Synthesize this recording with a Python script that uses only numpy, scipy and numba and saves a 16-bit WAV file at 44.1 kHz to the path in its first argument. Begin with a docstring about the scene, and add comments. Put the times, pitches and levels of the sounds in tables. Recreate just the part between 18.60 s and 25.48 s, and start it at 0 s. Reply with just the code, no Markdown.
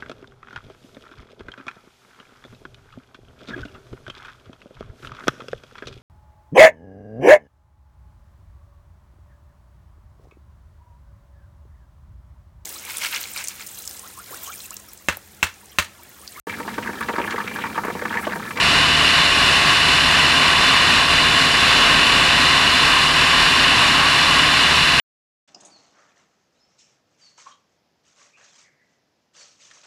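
"""Riding in the slipstream of a light aircraft

The aircraft cruises at steady power, heard by a camera fixed to it; one microphone feeds both channels.
Air rushing over the housing is noise coloured by its cavities; engine and two-blade propeller hum through it
as sines on multiples of the shaft speed, and a thin edge whistles as one wavering sine.
Gain control rides the peaks, and the sound is cut off to silence shortly before the end."""
import sys
import numpy as np
from scipy import signal
from scipy.fft import rfft, irfft, next_fast_len
from scipy.io import wavfile
from scipy.ndimage import uniform_filter1d
from numba import njit

SR = 44100
rng = np.random.default_rng(int(sys.argv[2]) if len(sys.argv) > 2 else 0)


def master_out(mix):
    """Clip the mix to full scale and print it as 16-bit PCM to the path in sys.argv[1]."""
    frames = np.transpose(np.atleast_2d(mix))
    ceiling = np.clip(frames, -1, 1)
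    pcm = np.round(ceiling * 32767).astype(np.int16)
    wavfile.write(sys.argv[1], SR, pcm)


N = 303213

SHAFT_HZ = 38.36  # mean turns a second

# the rush: its level, and the spread of its quick unsteadiness
AIR_DB = -13.5
GUST_DB = 0.8  # all octaves together
BUFFET_DB, FLICKER_DB = 0.5, 0.25  # each low octave alone, each high octave alone
WASH_DB = 0.3  # swing once a turn of the shaft
# slow swells of the bass and of the octave round 1 kHz: spread, changes a second
SWELL_DB, SWELL_PER_S = 0.6, 1.6
# the whole rush dips briefly once: moment, half length, depth
DIP_S, DIP_HALF_S, DIP_DB = 2.475, 0.03, -2.0

# the edge whistle slips once to a lower pitch: before, after, middle and length of the slip
WHISTLE_DB = -47.8
WHISTLE_HZ, SLIPPED_HZ, SLIP_S, SLIP_LENGTH_S = 9488, 9462, 2.35, 0.5

CUT_S, TOP_HZ = 6.3997, 15180  # moment of the cut, top of the microphone's band


def undb(db):
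    """Decibels to gain."""
    return 10 ** (np.asarray(db) / 20)


def walk(rate):
    """Random levels held about 1 / rate s and smoothed twice; mean 0, spread 1."""
    hold = int(SR / rate)
    steps = np.repeat(rng.standard_normal(N // hold + 1), hold)
    smooth = uniform_filter1d(uniform_filter1d(steps, hold), hold)[:N]
    return (smooth - smooth.mean()) / smooth.std()


def tone(hz, db):
    """A sine of moving pitch and RMS level, from a random start."""
    turns = np.cumsum(hz) / SR + rng.random()
    return np.sqrt(2) * undb(db) * np.sin(2 * np.pi * turns)


def housing_colour(f):
    """Spectrum in dB of air over the housing: a broad slope, then the bumps and dips of its cavities."""
    # broad colour of the rushing air, relative density: (f/Hz, level/dB)
    air = [(9, -34), (25, -15), (45, -10.5), (100, -11.5), (400, -12.5), (900, -11), (2000, -2.5),
           (3500, -7.5), (5000, -13.5), (7000, -24.5), (9500, -25), (11500, -35.5), (15200, -45.5)]
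    # cavities of the housing and the hollows between them: (f/Hz, width/Hz, level/dB)
    housing = [(41, 8, 6), (133, 31, 4), (150, 59, 2), (170.6, 20, 4), (264, 67, 7), (702, 34, 3.5),
               (843, 120, 3), (1072, 191, 10), (1350, 150, 0.5), (1580, 190, 3), (1830, 149, 1),
               (2183, 200, -3), (2694, 304, 3.5), (2958, 258, 7), (3200, 208, -6), (3522, 137, 5),
               (3620, 150, 1), (4100, 250, 6.5), (4695, 230, 3), (5100, 230, -2), (5550, 300, 4),
               (5790, 150, -5.5), (5970, 250, -5), (6080, 180, 5), (6850, 190, 0.5), (7330, 760, 5),
               (8050, 250, -1.5), (8550, 450, 2), (9400, 700, -2), (10340, 550, 6), (12400, 800, 3.5)]
    hz, db = np.transpose(air)
    colour = np.interp(np.log(f), np.log(hz), db)
    for centre, width, peak_db in housing:
        colour = colour + peak_db * np.exp(-2 * ((f - centre) / width) ** 2)
    return colour


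def slipstream():
    """Turbulent noise through the housing; gusts move all of it, and each octave also flickers alone."""
    size = next_fast_len(N)
    f = np.maximum(np.arange(size // 2 + 1) * SR / size, 1.0)
    noise = rfft(rng.standard_normal(size)) * undb(housing_colour(f))
    bass_db = SWELL_DB * walk(SWELL_PER_S)
    cavity_db = SWELL_DB * walk(SWELL_PER_S)
    rush = 0
    place = np.clip(np.log2(f / 32), 0, 9)  # octaves above 32 Hz
    for octave in range(10):
        # overlapping triangles on the octave scale add up to one
        share = np.maximum(1 - abs(place - octave), 0)
        band = irfft(noise * share, size)[:N]
        swell_db = bass_db if octave < 5 else cavity_db * (octave == 5)
        flicker_db = BUFFET_DB if octave < 6 else FLICKER_DB
        rush = rush + band * undb(swell_db + flicker_db * walk(9.0))
    t = np.arange(N) / SR
    gust_db = GUST_DB * walk(14.0)
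    # the wash of the propeller pulses faintly once a turn
    wash_db = WASH_DB * np.sin(2 * np.pi * SHAFT_HZ * t)
    dip_db = DIP_DB * np.exp(-((t - DIP_S) / DIP_HALF_S) ** 2)
    return rush * undb(AIR_DB + gust_db + wash_db + dip_db) / rush.std()


def engine(wander=0.0008, throb_db=0.6):
    """Shaft speed hunts by a small fraction; each multiple swells and sinks on its own."""
    # hum on multiples of the shaft speed, even ones from firings and blade passes: (multiple, level/dB)
    hum = [(1, -48), (2, -36.8), (4, -37), (6, -48), (8, -45), (10, -42.5), (11, -52), (12, -53), (14, -51),
           (16, -44), (18, -37.3)]
    speed = SHAFT_HZ * (1 + wander * walk(1.213))
    return sum(tone(multiple * speed, db + throb_db * walk(3.8)) for multiple, db in hum)


def whistle(waver=0.0011, drift=0.0009, flutter_db=1.5):
    """Vortices shed from a thin edge: a near sine that wavers in pitch (fractions) and level."""
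    ends = SLIP_S + np.array([-0.5, 0.5]) * SLIP_LENGTH_S
    pitch = np.interp(np.arange(N) / SR, ends, [WHISTLE_HZ, SLIPPED_HZ])
    pitch = pitch * (1 + waver * walk(40.0) + drift * walk(3.0))
    return tone(pitch, WHISTLE_DB + flutter_db * walk(30.0))


def scene():
    """Rush, hum and whistle meet at one microphone, which feeds both channels."""
    return np.tile(slipstream() + engine() + whistle(), (2, 1))


@njit
def follow(x, attack, release):
    """Peak follower: climbs fast, sinks slowly, by a share of the gap each sample."""
    env, level = np.empty(len(x)), np.mean(np.abs(x)) * 2
    for i in range(len(x)):
        gap = abs(x[i]) - level
        level += gap * (attack if gap > 0 else release)
        env[i] = level
    return env


def record(dry, attack_s=0.006, release_s=0.05, squeeze=0.55):
    """Gain control ducks after peaks and recovers more slowly; then the abrupt cut and the top of the band."""
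    env = follow(dry[0], min(1 / (attack_s * SR), 1.0), 1 / (release_s * SR))
    held = dry * (np.median(env) / env) ** np.clip(squeeze, 0, 1)  # squeeze 0: no control, 1: full
    held = held * (np.arange(N) < CUT_S * SR)
    top = signal.ellip(12, 0.5, 60, TOP_HZ, fs=SR, output="sos")
    return signal.sosfilt(top, held)


dry = scene()
out = record(dry)
master_out(out)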